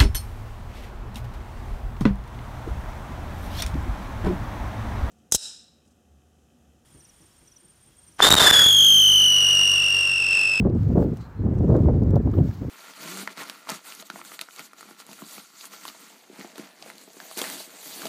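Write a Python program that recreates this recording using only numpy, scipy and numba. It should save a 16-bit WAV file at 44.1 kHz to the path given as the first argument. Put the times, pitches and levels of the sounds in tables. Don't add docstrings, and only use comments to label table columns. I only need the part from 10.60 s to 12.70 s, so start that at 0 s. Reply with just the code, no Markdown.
import sys
import numpy as np
from scipy import signal
from scipy.fft import rfft, irfft
from scipy.io import wavfile
from scipy.ndimage import uniform_filter1d
from numba import njit

SR = 44100
rng = np.random.default_rng(int(sys.argv[2]) if len(sys.argv) > 2 else 0)


def dump_mix(stems):
    frames = np.atleast_2d(stems).T
    limited = np.clip(frames, -1, 1)
    pcm = np.round(limited * 32767).astype(np.int16)
    wavfile.write(sys.argv[1], SR, pcm)


def voltage_ratio(decibels):
    exponent = np.asarray(decibels, float) / 20
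    return 10 ** exponent


N = 92565

# freq_hz, level_db (per Hz)
TRAFFIC_COLOUR = [(120, -25.5), (300, 6), (600, -0.5), (850, 3), (1400, -2), (2300, -12), (3200, -23.5),
                  (6000, -35)]
# time_s, level_db, air_db (airy top relative to the body)
RUSTLE_SWELLS = [(0, -69, -3.5), (0.129, -72.5, -15), (.2, -65.5, -4), (0.351, -63.5, -4.5),
                 (0.411, -60, 0), (0.501, -65, -3.5), (0.63, -63, -9), (0.68, -70.5, -3),
                 (0.898, -71.5, -7.5), (0.999, -65.5, -6), (1.119, -65.5, -7), (1.2, -62.5, -4.5),
                 (1.3, -67.5, -7.5), (1.5, -69.5, -6.5), (1.72, -67.5, -3), (1.76, -62.5, 0.5),
                 (1.93, -59, -3), (2.09, -64.5, -2)]
# freq_hz, level_db
RUSTLE_BODY_COLOUR = [(1200, -5), (2400, 0), (4500, -1.5), (7500, -5.5), (9200, -12), (9500, -18.5),
                      (11000, -12), (11500, -25.5)]
# freq_hz, level_db
RUSTLE_AIR_COLOUR = [(11000, -25), (11400, -4), (13500, -5.5), (15600, -3), (16500, -4)]
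# start_s, length_s, pitch_hz, level_db
SQUEAKS = [
    (.575, .115, 4090, -65),
    (.755, .08, 4120, -70),
]
# start_s, peak_db,
# ring_hz, width_hz, crack_db (relative to the ring)
ICE_TICKS = [(0.099, -45.5, 3800, 5000, -21), (0.1503, -50, 6000, 5000, -15),
             (.1645, -52.5, 5000, 6000, -13.5), (0.2318, -46, 3900, 3500, -15),
             (0.2876, -49.5, 3640, 7000, -9), (.399, -52, 3500, 6000, -14), (.4075, -49, 7500, 5000, -16),
             (.441, -49.5, 6000, 8000, -7), (0.5716, -40.5, 4380, 8000, -8.5),
             (.575, -51.5, 8200, 2500, -14), (.655, -63.5, 5700, 1500, -19),
             (0.846, -58, 3610, 4000, -13.5), (0.9887, -44.5, 4600, 8000, -17.5),
             (1.0885, -51, 6500, 3500, -10), (1.153, -52.5, 5500, 8000, -12.5),
             (1.1635, -50.5, 3800, 2500, -14.5), (1.1662, -44, 5200, 4000, -6),
             (1.4197, -58, 3740, 5000, -7), (1.4358, -45.5, 5000, 6000, -7.5),
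             (1.5071, -41, 4000, 8000, -12), (1.5135, -58, 4000, 4000, -25), (1.5578, -38, 4100, 2500, -7),
             (1.5605, -49.5, 6500, 6000, -4), (1.715, -46, 4500, 8000, -11.5),
             (1.7558, -52.5, 5400, 3000, -3), (1.768, -60, 4300, 2500, -12),
             (1.818, -55.5, 5000, 2000, -11.5), (1.857, -54, 5000, 3000, -7),
             (1.912, -50.5, 6500, 3000, -3.5), (1.942, -52, 6000, 3000, -7.5),
             (2.0934, -55.5, 3930, 3500, -7)]
# start_s, peak_db, ring_hz
CASE_KNOCKS = [
    (.940, -54, 1900),
    (1.7385, -33, 1150),
    (1.783, -48, 2700),
    (1.911, -43, 1500),
]
# centre_s, peak_db, pitch_hz
THUMPS = [(.008, -12.5, 197), (.06, -16, 187), (.135, -12.5, 101.3), (0.171, -12, 110), (0.274, -7, 126),
          (.38, -6, 167), (.414, -11, 148), (.518, -16, 143), (0.599, -24.5, 108.5), (.81, -16, 102),
          (0.884, -12.5, 102.7), (0.964, -14.5, 129), (1.006, -11.5, 119.5), (1.101, -4.5, 168),
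          (1.132, -8, 129.5), (1.212, -11.5, 99.5), (1.261, -7, 79.6), (1.299, -9.5, 130),
          (1.364, -13, 100), (1.424, -13, 93), (1.469, -13.5, 101), (1.512, -11.5, 98.5),
          (1.563, -6.5, 121), (1.662, -11, 97), (1.78, -8.5, 99), (1.814, -6.5, 149), (1.85, -20, 147),
          (1.897, -18, 106), (2.018, -23, 114), (2.051, -20.5, 128)]
# time_s (the kink's centre follows 2.8 ms later), peak_db, pitch_hz
EDGE_SNAPS = [(0.025, -25.5, 536), (0.063, -32, 536), (0.301, -24, 501), (0.378, -12.5, 563),
              (0.398, -20, 525), (0.445, -21.5, 501), (0.836, -34, 560), (0.86, -33.5, 501),
              (1.005, -23.5, 501), (1.037, -31.5, 501), (1.1, -12.5, 501), (1.122, -26.5, 528),
              (1.14, -14, 530), (1.256, -21, 762), (1.284, -18, 546), (1.344, -30, 501),
              (1.423, -23.5, 541), (1.474, -35, 536), (1.541, -21.5, 724), (1.564, -15, 554),
              (1.579, -38, 579), (1.657, -29.5, 622), (1.673, -23.5, 584), (1.808, -29.5, 501),
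              (1.888, -32, 519)]
# time_s, rumble_db
GUST = [(0, -16), (.17, -23), (.215, -23.5), (.27, -20.5), (.41, -20), (.53, -22), (.56, -32.5),
        (.74, -39.5), (.82, -26), (1.09, -16.5), (1.28, -19), (1.57, -17), (1.62, -26), (1.665, -18),
        (1.735, -25), (1.79, -16), (1.96, -36), (2.06, -26.5)]
# start_s, peak_db, length_s, brightness_db
PUFFS = [(0.004, -13.5, 0.063, -27), (0.042, -13.5, 0.042, -16), (0.148, -12.5, 0.03, -23),
         (0.168, -15.5, 0.058, -38.5), (0.301, -12, 0.073, -28), (0.349, -15.5, 0.045, -11),
         (0.368, -14.5, 0.072, -15), (0.413, -19, 0.014, -15.5), (0.446, -19.5, 0.04, -20),
         (0.458, -25.5, 0.035, -28), (0.783, -22, 0.078, -17.5), (0.83, -13, 0.038, -24),
         (0.851, -15, 0.072, -20), (0.957, -19, 0.065, -17), (0.984, -18.5, 0.035, -21),
         (1.088, -11.5, 0.056, -16), (1.115, -17, 0.034, -17), (1.133, -16.5, 0.045, -9),
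         (1.176, -13.5, 0.074, -20), (1.229, -12, 0.022, -30), (1.269, -15, 0.035, -12),
         (1.341, -13, 0.02, -18), (1.421, -27, 0.11, -20.5), (1.495, -22, 0.027, -28.5),
         (1.547, -14.5, 0.045, -25), (1.556, -10, 0.02, -18), (1.668, -16, 0.017, -14.5),
         (1.799, -10, 0.066, -27.5), (1.891, -25.5, 0.022, -21.5), (2.01, -23.5, 0.05, -9)]


def unit(x):
    return x / np.sqrt(np.mean(x ** 2))


def curve(table):
    return np.interp(np.arange(N) / SR, *np.array(table).T)


@njit
def svf(x, hz, damp):
    out, b, l = np.empty((3, len(x))), 0., 0.
    for i in range(len(x)):
        g = np.tan(np.pi * hz[i] / SR)
        v = (b + g * (x[i] - l)) / (1 + g * (g + damp))
        low = l + g * v
        b, l = 2 * v - b, 2 * low - l
        out[0, i], out[1, i], out[2, i] = low, damp * v, x[i] - damp * v - low
    return out


def band(x, hz, width_hz):
    return svf(x, np.full(len(x), 1. 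* hz), width_hz / hz)[1]


def steep_band(x, hz, width_hz):
    return band(band(x, hz, width_hz), hz, width_hz)


def walk(rate):
    draws = rng.standard_normal(2000)
    k = max(int(SR / rate), 2)
    held = draws[np.minimum(np.arange(N) // k, len(draws) - 1)]
    return unit(uniform_filter1d(uniform_filter1d(held, k), k))


def coloured(table, flicker_db, rate):
    f = np.fft.rfftfreq(N, 1 / SR) + 1
    hz, db = np.array(table).T
    colour_db = np.interp(np.log(f), np.log(hz), db, left=-60)
    spec = rfft(rng.standard_normal(N)) * voltage_ratio(colour_db)
    half_octave = np.floor(2 * np.log2(f / 40)).clip(0, 17)
    out = np.zeros(N)
    for k in range(18):
        out += irfft(spec * (half_octave == k), N) * voltage_ratio(flicker_db * walk(rate))
    return unit(out)


def add(out, start, sound):
    i = int(start * SR)
    out[i:i + len(sound)] += sound[:N - i]


def traffic():
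    return voltage_ratio(-52) * coloured(TRAFFIC_COLOUR, 1.2, 15.7)


def rustle():
    time_s, level_db, air_db = np.array(RUSTLE_SWELLS).T
    grain = voltage_ratio(1.5 * walk(110) + .4 * walk(30))
    body = coloured(RUSTLE_BODY_COLOUR, 1., 23)
    air = voltage_ratio(curve(np.c_[time_s, air_db])) * coloured(RUSTLE_AIR_COLOUR, 1., 25)
    return (body + air) * unit(grain) * voltage_ratio(curve(np.c_[time_s, level_db]))


def squeaks():
    out = np.zeros(N)
    for start, length, hz, db in SQUEAKS:
        n = int(length * SR)
        air = unit(band(rng.standard_normal(SR // 4), hz, 150))[-n:]
        tone = voltage_ratio(-7) * np.sin(2 * np.pi * hz * np.arange(n) / SR)
        add(out, start, voltage_ratio(db) * np.hanning(n) ** .5 * (air + tone))
    return out


def strike(db, hz, width_hz, t60_s, crack_db):
    u = np.arange(2048) / SR
    burst = voltage_ratio(-13) * rng.standard_normal(len(u)) * np.exp(-np.log(1000) * u / t60_s)
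    burst[0] = 1
    ring = steep_band(burst, hz, width_hz)
    crack = steep_band(burst, 13500, 4500)
    return voltage_ratio(db) * (ring / np.abs(ring).max() + voltage_ratio(crack_db) * crack / np.abs(crack).max())


def ticks():
    out = np.zeros(N)
    for start, db, hz, width_hz, crack_db in ICE_TICKS:
        add(out, start, strike(db, hz, width_hz, .011, crack_db))
    for start, db, hz in CASE_KNOCKS:
        add(out, start, strike(db, hz, 950, .02, -26))
    return out


def snaps():
    out, u = np.zeros(N), np.arange(-256, 256) / SR
    snap_db, cycles = 5, 0.42
    for start, db, hz in EDGE_SNAPS:
        kink = np.sin(2 * np.pi * hz * u) * np.exp(-(u * hz / cycles) ** 2)
        sign = np.sign(rng.standard_normal())
        add(out, start - .003, sign * voltage_ratio(db + snap_db) * kink / np.abs(kink).max())
    return out


def thumps():
    out, t = np.zeros(N), np.arange(N) / SR
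    thump_db, cycles = -4.5, 1.16
    for centre, db, hz in THUMPS:
        u = t - centre
        out -= voltage_ratio(db + thump_db) * np.sin(2 * np.pi * hz * u) * np.exp(-(u * hz / cycles) ** 2)
    return out


def rumble(gust_db):
    return unit(steep_band(rng.standard_normal(N), 94.7, 115.7)) * voltage_ratio(gust_db - 4)


def puffs(gust_db):
    t, rise_s, edge = np.arange(N) / SR, .011, 3
    puff_db, between_db, usual_bright_db = -8, -5.5, -19
    power, bright = voltage_ratio(gust_db + between_db) ** 2, 0
    for start, db, length, bright_db in PUFFS:
        u = t - start - rise_s
        shape = np.exp(-np.abs(u / np.where(u < 0, rise_s, length)) ** edge)
        puff = (voltage_ratio(db + puff_db) * shape) ** 2
        power = power + puff
        bright = bright + puff * (bright_db - usual_bright_db)
    return power, bright / power


def soften(x, hz, damp):
    return svf(svf(x, hz, damp)[0], hz, damp)[0] / np.sqrt(hz)


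def flutter(gust_db):
    power, bright_db = puffs(gust_db)
    force_db = 10 * np.log10(power) + 29.5
    eddies_db = 2.5 * walk(130)
    octaves = 0.508 * (force_db + eddies_db) / 10 + 0.0949 * bright_db
    corner_hz = np.clip(299 * 2 ** octaves, 60, 3000)
    body = soften(rng.standard_normal(N), corner_hz, 1.32)
    body = svf(body, np.full(N, 114.), 2.14)[2]
    spray_hz = 2.53 * corner_hz
    spray = svf(soften(rng.standard_normal(N), spray_hz, 0.72), 2 * spray_hz, 2.1)[0]
    spray_gain = voltage_ratio(-28 + force_db + .5 * bright_db)
    return unit(voltage_ratio(eddies_db)) * np.sqrt(power) * (unit(body) + spray_gain * unit(spray))


def wind():
    gust_db = curve(GUST)
    return rumble(gust_db) + flutter(gust_db)


def scene():
    limit = 0.67
    buffets = limit * np.tanh((wind() + snaps() + thumps()) / limit)
    buffets = svf(buffets, np.full(N, 2200.), 6.02)[0]
    return (buffets + traffic() + rustle() + ticks() + squeaks())[None]


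def dropouts(x):
    spec, f = rfft(x), np.fft.rfftfreq(N, 1 / SR)
    hiss_db = curve(np.array(RUSTLE_SWELLS)[:, :2]) + 66
    edges_hz = np.linspace(9350, 11000, 6)
    for lo, hi in zip(edges_hz, edges_hz[1:]):
        shut = np.clip(-12 * (hiss_db + 2 + 3 * walk(12)) / 10, 0, .95)
        x = x - shut * irfft(spec * ((f >= lo) & (f < hi)), N)
    return x


def roll_off(x):
    return signal.sosfilt(signal.butter(12, 15700, fs=SR, output="sos"), x)


def record(dry):
    mix = svf(dropouts(dry[0]), np.full(N, 45.3), 0.61)[2][None]
    return roll_off(mix)


dry = scene()
out = record(dry)
dump_mix(out)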